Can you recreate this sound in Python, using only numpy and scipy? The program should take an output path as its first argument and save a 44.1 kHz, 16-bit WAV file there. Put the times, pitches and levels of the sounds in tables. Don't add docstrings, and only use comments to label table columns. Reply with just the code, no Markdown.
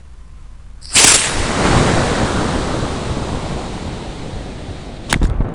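import sys
import numpy as np
from scipy import signal
from scipy.io import wavfile
from scipy.ndimage import uniform_filter1d

SR = 44100
rng = np.random.default_rng(int(sys.argv[2]) if len(sys.argv) > 2 else 0)


def attenuation_scalar(level_db):
    decades = np.asarray(level_db, float) / 20
    return 10 ** decades


def store_pcm(level_fs):
    pcm = np.round(np.clip(level_fs, -1, 1) * 32767).astype(np.int16)
    wavfile.write(sys.argv[1], SR, np.atleast_2d(pcm).T)


N = 244314


def evened(x):
    return x / np.sqrt(np.mean(x ** 2) + 1e-20)


def read(points, hz):
    f, value = np.transpose(points)
    return np.interp(np.log(hz + 1), np.log(f + 1), value)


def curve(rows, t, column=1, outside=-140):
    rows = np.array(rows)
    return np.interp(t, rows[:, 0], rows[:, column], outside, outside)


def add(mix, s, sound):
    part = mix[round(s * SR):][:len(sound)]
    part += sound[:len(part)]


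def resonate(x, hz, width_hz):
    return signal.lfilter(*signal.iirpeak(hz, hz / width_hz, SR), x)


def burst(t, s, db, length_s, rise_s, sag_db_per_s, fade_db_per_s):
    u = np.maximum(t - s, 0)
    late = np.maximum(u - length_s, 0)
    return np.minimum(u / rise_s, 1) * attenuation_scalar(db - sag_db_per_s * u - fade_db_per_s * late)


def bell(t, s, width_s):
    return np.exp(-.5 * ((t - s) / width_s) ** 2)


def noise(points, stretch=None, patchy_db=1.5, flicker_db=1.0):
    frames, hz = N // 256 + 5, np.fft.rfftfreq(1024, 1 / SR)
    a, b, patches = rng.standard_normal((frames, 513, 3)).T
    patches = uniform_filter1d(patches, size=12, axis=0)
    patches = evened(uniform_filter1d(patches, size=8, axis=1))
    factor = np.ones(frames) if stretch is None else stretch(np.arange(frames) * 256 / SR)
    shape = attenuation_scalar(read(points, hz[:, None] / factor))
    shape = shape / np.linalg.norm(shape, axis=0)
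    spectra = (a + 1j * b) * shape * attenuation_scalar(patchy_db * patches)
    x = signal.istft(spectra, nperseg=1024, noverlap=768)[1][:N]
    flicker = uniform_filter1d(uniform_filter1d(rng.standard_normal(N), size=250), size=150)
    return evened(x * attenuation_scalar(flicker_db * evened(flicker)))


# t/s, f/Hz, level/dB
BIRD_CALL = [(.14, 990, -80), (.25, 1037, -62), (.36, 1050, -62), (.47, 1027, -65), (.57, 970, -62),
             (.62, 975, -80)]
# f/Hz, density/dB per Hz
FIELD_SPECTRUM = [(20, -41.5), (60, -24), (100, -14), (200, -28), (383, -36), (868, -40), (1020, -36),
                  (1810, -42.5), (4000, -49), (6960, -51), (7540, -51), (10900, -54), (14200, -84)]
# f/Hz, width/Hz, level/dB
ENGINES = [(27.7, 6, -37), (57.8, 18, -39)]
FIELD_DB = -46


def field(t):
    call = np.sin(2 * np.pi * np.cumsum(curve(BIRD_CALL, t, column=1, outside=0)) / SR)
    left_db = np.interp(t, (1., 1.1), (0, -14.5))
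    ground = attenuation_scalar(FIELD_DB + left_db) * noise(FIELD_SPECTRUM, patchy_db=0.5, flicker_db=1.0)
    for hz, width_hz, db in ENGINES:
        drone = resonate(resonate(rng.standard_normal(N), hz, width_hz), hz, 2 * width_hz)
        steady = np.tanh(evened(drone))
        ground = ground + attenuation_scalar(db + left_db) * evened(resonate(steady, hz, 2 * width_hz))
    return ground + attenuation_scalar(curve(BIRD_CALL, t, column=2) + 3.0) * call


# f/Hz, width/Hz, level/dB
CAVITY_MODES = [(4950, 900, 0), (2500, 3000, -20)]
# t/s, level/dB
FIZZ_LEVEL = [
    (0.814, -53),
    (0.819, -41),
    (0.846, -36),
    (0.894, -33),
    (0.938, -27.5),
    (0.96, -13.5),
]
# t/s, peak level/dB
SPIT_EVENTS = [(0.829, -27), (0.8455, -29), (0.8555, -18.5), (0.892, -22), (0.9025, -19)]
SPARK_S, CATCH_S, LIT_S = 0.78, 0.902, .938


def igniter(t):
    sparks = (rng.random(N) < 500 / SR) * rng.standard_normal(N) * attenuation_scalar(4.3 * rng.exponential(1, N))
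    fizz = evened(rng.standard_normal(N) + 0.35 * evened(sparks))
    spits = np.zeros(N)
    for s, db in SPIT_EVENTS:
        decay = np.exp(-np.arange(200) / 57.0)
        add(spits, s, attenuation_scalar(db + 2.0) * rng.standard_normal(200) * decay)
    drive = attenuation_scalar(curve(FIZZ_LEVEL, t) + 2.5) * fizz + spits
    low = np.zeros(N)
    for hz, width_hz, db in CAVITY_MODES:
        low = low + attenuation_scalar(db + 9.0) * resonate(resonate(drive, hz, width_hz), hz, 2 * width_hz)
    upper_db = np.interp(t, (SPARK_S, CATCH_S, LIT_S), (5, -4, 12))
    cavity = low + attenuation_scalar(upper_db) * resonate(resonate(drive, 7700, 2600), 7800, 3500)
    gap = resonate(cavity, 6650, 1300)
    return cavity - gap + .25 * spits


# t/s, level/dB, length/s
GUST_EVENTS = [
    (5.1, -25, 0.067),
    (5.214, -22.5, 0.01),
    (5.22, -28.5, 0.17),
    (5.404, -20, .006),
    (5.443, -28.5, 0.14),
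]
# f/Hz, density/dB per Hz
GUST_SPECTRUM = [(40, -2), (100, 0), (300, -6.5), (1000, -15.5), (2000, -26.5), (4000, -43.5), (7000, -63)]
# t/s, level/dB, length/s
CLOTH_EVENTS = [
    (5.07, -48.5, 0.18),
    (5.225, -44.5, 0.03),
]
# f/Hz, density/dB per Hz
RASP_SPECTRUM = [(300, -15), (1500, -7), (3300, 5.5), (5500, -1), (8500, -1), (10500, -10), (11500, -32)]
CALM_DB, GUST_SAG_DB_PER_S, GUST_FADE_DB_PER_S = -33.5, 51, 900
SLIDE_S, SLIDE_DB, SLIDE_LENGTH_S = 5.095, -27, .032


def tumbling(t):
    blow = sum(burst(t, *row, 0.0031, GUST_SAG_DB_PER_S, GUST_FADE_DB_PER_S) for row in GUST_EVENTS)
    blow = blow + attenuation_scalar(CALM_DB) * (t > SLIDE_S)
    gusts = attenuation_scalar(0.5) * blow * noise(GUST_SPECTRUM, patchy_db=1.4, flicker_db=1.5)
    cloth = sum(burst(t, *row, .015, 25, 340) for row in CLOTH_EVENTS) + attenuation_scalar(-65) * (t > SLIDE_S)
    return gusts + attenuation_scalar(2.5) * cloth * noise(RASP_SPECTRUM, patchy_db=2.0, flicker_db=2.9)


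# t/s, pressure/full scale, core width/s
SWIRLS = [(.9585, -.15, .0033), (1.352, -0.33, .006), (1.376, -0.39, 0.0081), (1.405, -0.63, 0.0018),
          (1.427, 0.34, 0.007), (1.7665, -0.75, 0.0012), (1.788, -0.78, .0004), (1.8117, -1.1, 0.0008),
          (1.827, -0.79, 0.00062), (5.11, 0.35, 0.00058), (5.1341, -0.72, 0.00079), (5.148, 0.31, 0.0062),
          (5.161, .9, 0.00099), (5.171, -.3, 0.0026), (5.2, -0.49, 0.0036), (5.218, -0.64, 0.00057),
          (5.223, 0.69, 0.0023), (5.228, -.9, 0.0049), (5.2419, -0.74, 0.00072), (5.2525, -0.96, 0.0045),
          (5.279, -0.13, 0.0022), (5.29, -0.38, .0015), (5.298, -0.46, 0.0017), (5.317, -0.75, 0.0026),
          (5.361, -.4, 0.0033), (5.388, -.25, 0.0038), (5.399, 0.59, 0.0037), (5.4069, -0.99, 0.00099),
          (5.421, 0.65, 0.0055), (5.472, -0.16, .0026)]
RIM_SHARE, RIM_WIDTH = 0.41, 2.33


def pushes(t):
    total = np.zeros(N)
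    for s, pressure, width_s in SWIRLS:
        rim = RIM_SHARE * bell(t, s, RIM_WIDTH * width_s)
        total = total + pressure * (bell(t, s, width_s) - rim)
    return total


# t/s, peak level/dB, ring f/Hz, swell/s, crackle share/0-1
KNOCK_EVENTS = [(5.1078, -11, 3180, 0.0011, 0.7), (5.112, -20, 3700, 0.00062, .3),
                (5.1145, -21, 2000, .0007, 0.2), (5.117, -22, 3020, .0007, 0.3),
                (5.127, 3, 860, 0.00087, 0.68), (5.1285, 8.5, 1570, 0.00038, 0.4),
                (5.1304, -12, 3330, 0.00061, 0), (5.1334, -20, 8000, 0.00051, 0.4),
                (5.141, -3, 2080, 0.00059, 0.03), (5.1416, -9, 3560, 0.00071, 0.45),
                (5.146, -5, 1310, 0.0001, 0), (5.2303, -17, 3740, 0.00077, 0.72),
                (5.237, -29, 3800, 0.0012, 0.6), (5.253, -18, 1600, 0.00093, 0.4),
                (5.27, -31, 6800, 0.00086, 0.3), (5.2992, -21.5, 3600, 0.00035, 0.5),
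                (5.49, -39, 6500, 0.00061, 0.7), (5.5385, -32, 3000, 0.00068, 0.7)]


def ejection(t):
    slide = burst(t, SLIDE_S, SLIDE_DB, SLIDE_LENGTH_S, .005, 30, 460)
    out = slide * noise(RASP_SPECTRUM, patchy_db=2.0, flicker_db=2.5)
    u = np.arange(1500) / SR
    for s, db, hz, swell_s, crackle in KNOCK_EVENTS:
        ring = (crackle - 1) * np.sin(2 * np.pi * hz * u)
        ring = ring + crackle * 0.62 * rng.standard_normal(len(u))
        add(out, s, ring * attenuation_scalar(db) * u / swell_s * np.exp(1 - u / swell_s))
    return out


# t/s, level/dB
THRUST_LEVEL = [(.9, -26), (.941, -44), (.954, -6), (1.008, -12.5), (1.04, -10.5), (1.157, -10.5),
                (1.17, -18), (1.25, -22.5), (1.5, -47)]
# t/s, extra level/dB, length/s
BURN_SURGES = [(0.973, 1.5, 0.0099), (0.981, -4, 0.006), (0.997, 0.5, .005), (1.047, 7, 0.0038),
               (1.059, -4.5, 0.0054), (1.08, 2.5, 0.0091), (1.122, 3, 0.0024), (1.132, -4, 0.005),
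               (1.14, -1, 0.0082), (1.147, 3.5, 0.0022)]
# f/Hz, density/dB per Hz
JET_SPECTRUM = [(1760, -9), (3000, -5), (4900, 1), (6050, 2), (8460, 4.5), (10000, 0), (10900, -3),
                (14200, -46), (22000, -120)]
# f/Hz, density/dB per Hz
PLUME_SPECTRUM = [(200, -7.5), (450, -3), (1100, -4), (1700, -3), (2670, -5.5), (3600, -9.5), (6000, -16.5)]
# f/Hz, density/dB per Hz
PLATE_SPECTRUM = [(20, 0.5), (64, 1.5), (170, -10.5), (340, -6.5), (700, -27.5)]
# t/s, level/dB
PLATE_JUMPS = [
    (.953, -15),
    (1.035, -17),
    (1.118, -22),
    (1.152, -18),
]
FULL_DB = -10
ROAR_DB, ROAR_FOLLOWS = -15.5, 0.25
HOWL_DB, HOWL_FOLLOWS = -18.5, 1.1
NEAR_S, NEAR_DB, NEAR_WIDTH_S = 0.98, 13, 0.016
PLATE_DB, JUMP_FADE_DB_PER_S = -45.5, 354
CLEAR_S = 1.163


def motor(t):
    surge_db = sum(db * bell(t, s, length_s) for s, db, length_s in BURN_SURGES)
    thrust_db = curve(THRUST_LEVEL, t)
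    over_db = thrust_db - FULL_DB
    hiss = attenuation_scalar(thrust_db + 1.5) * noise(JET_SPECTRUM, patchy_db=2.5, flicker_db=-0.5)
    roar = attenuation_scalar(ROAR_DB + ROAR_FOLLOWS * over_db) * noise(PLUME_SPECTRUM, patchy_db=2.5, flicker_db=1.4)
    roar = roar - (t > CLEAR_S) * 0.61 * resonate(roar, 290, 690)
    jumps = sum(burst(t, s, db, 0.0069, 0.011, 0, JUMP_FADE_DB_PER_S) for s, db in PLATE_JUMPS)
    rumble = jumps + attenuation_scalar(PLATE_DB) * (t > LIT_S)
    rumble = rumble * noise(PLATE_SPECTRUM, patchy_db=1.0, flicker_db=2.5)
    near_db = NEAR_DB * bell(t, NEAR_S, NEAR_WIDTH_S)
    howl_db = HOWL_DB + HOWL_FOLLOWS * np.minimum(over_db, 0) + near_db
    roar = roar + attenuation_scalar(howl_db) * evened(resonate(rng.standard_normal(N), 2610, 900))
    roar = roar * np.clip((t - .885) / 0.13, 0, 1) ** 1.3
    hiss = hiss * np.clip((t - .92) / 0.064, 0, 1) ** 2
    burnout = np.sqrt(np.clip((1.5 - t) / .2, 0, 1))
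    return attenuation_scalar(surge_db) * (hiss + roar + rumble) * burnout


# t/s, ratio to the reference speed
AIR_SPEED = [(1.2, 0.43), (1.45, 1.26), (1.75, 1.12), (2.3, 0.87), (3, 0.67), (3.8, 0.53), (4.5, 0.46),
             (5.09, 0.42)]
# t/s, level/dB
RUSH_LEVEL = [(1.25, -8), (1.31, -16), (1.45, -22), (1.64, -15.5), (1.76, -14.5), (1.88, -15.5),
              (2.6, -19.5), (3.15, -22.5), (3.56, -23.5), (4.0, -26), (4.55, -28.5), (4.84, -29),
              (5.01, -31.5), (5.1, -28.5)]
# f/Hz, density/dB per Hz
EDDY_SPECTRUM = [(15, 2.5), (30, -0.5), (100, 1), (300, -2.5), (800, -8.5), (1800, -14.5), (2700, -28),
                 (4500, -77)]
# f/Hz, density/dB per Hz
PORT_SPECTRUM = [(600, -22), (1200, 1), (2100, -0.5), (2800, -3.5), (3400, -2), (3800, -0.5), (4400, -4.5),
                 (5200, -12.5), (8000, -34)]
# f/Hz, density/dB per Hz
HISS_SPECTRUM = [(1500, -7.5), (3000, 1), (6000, -1.5), (8500, -1.5), (9800, -8.5), (11000, -13.5)]
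REFERENCE_RUSH_DB = -15
PORT_DB, PORT_FOLLOWS = -30.5, 1
HISS_DB, HISS_FOLLOWS = -30, 1.504
AFTERBURN_DB, AFTERBURN_DB_PER_S = -26, 24.5


def airflow(t):
    eddies = noise(EDDY_SPECTRUM, lambda s: curve(AIR_SPEED, s, outside=0.63), patchy_db=1.0, flicker_db=0.03)
    suction = .115 * curve(AIR_SPEED, t, outside=0)
    eddies = attenuation_scalar(1.07) * (eddies - suction * (eddies ** 2 - 1))
    port = attenuation_scalar(2.5) * noise(PORT_SPECTRUM, patchy_db=0.8, flicker_db=0.4)
    hiss = attenuation_scalar(3.5) * noise(HISS_SPECTRUM, patchy_db=-0.7, flicker_db=0.2)
    rush_db = curve(RUSH_LEVEL, t)
    over_db = rush_db - REFERENCE_RUSH_DB
    burn = attenuation_scalar(AFTERBURN_DB - AFTERBURN_DB_PER_S * abs(t - RUSH_LEVEL[0][0]))
    layers = attenuation_scalar(rush_db) * eddies + attenuation_scalar(PORT_DB + PORT_FOLLOWS * over_db) * port
    layers = layers + np.hypot(attenuation_scalar(HISS_DB + HISS_FOLLOWS * over_db), burn) * hiss
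    return layers * np.clip((t - 1.25) / .2, 0, 1)


def scene():
    t = np.arange(N) / SR
    ground = field(t) + igniter(t)
    descent = tumbling(t) + pushes(t) + ejection(t)
    return (ground + descent + motor(t) + airflow(t))[None]


def low_pass(x):
    return signal.sosfilt(signal.butter(12, 16000, fs=SR, output="sos"), x)


OFFSET = -.0092
EDGE_HZ = 10720


def record(dry):
    lowpass = signal.firwin(151, EDGE_HZ, window=("kaiser", 10), fs=SR)
    band = signal.oaconvolve(dry + OFFSET, lowpass[None], "same")
    over = np.maximum(abs(band) - .8, 0)
    bent = band - np.sign(band) * (over - .2 * np.tanh(over / .2))
    return low_pass(bent)


dry = scene()
out = record(dry)
store_pcm(out)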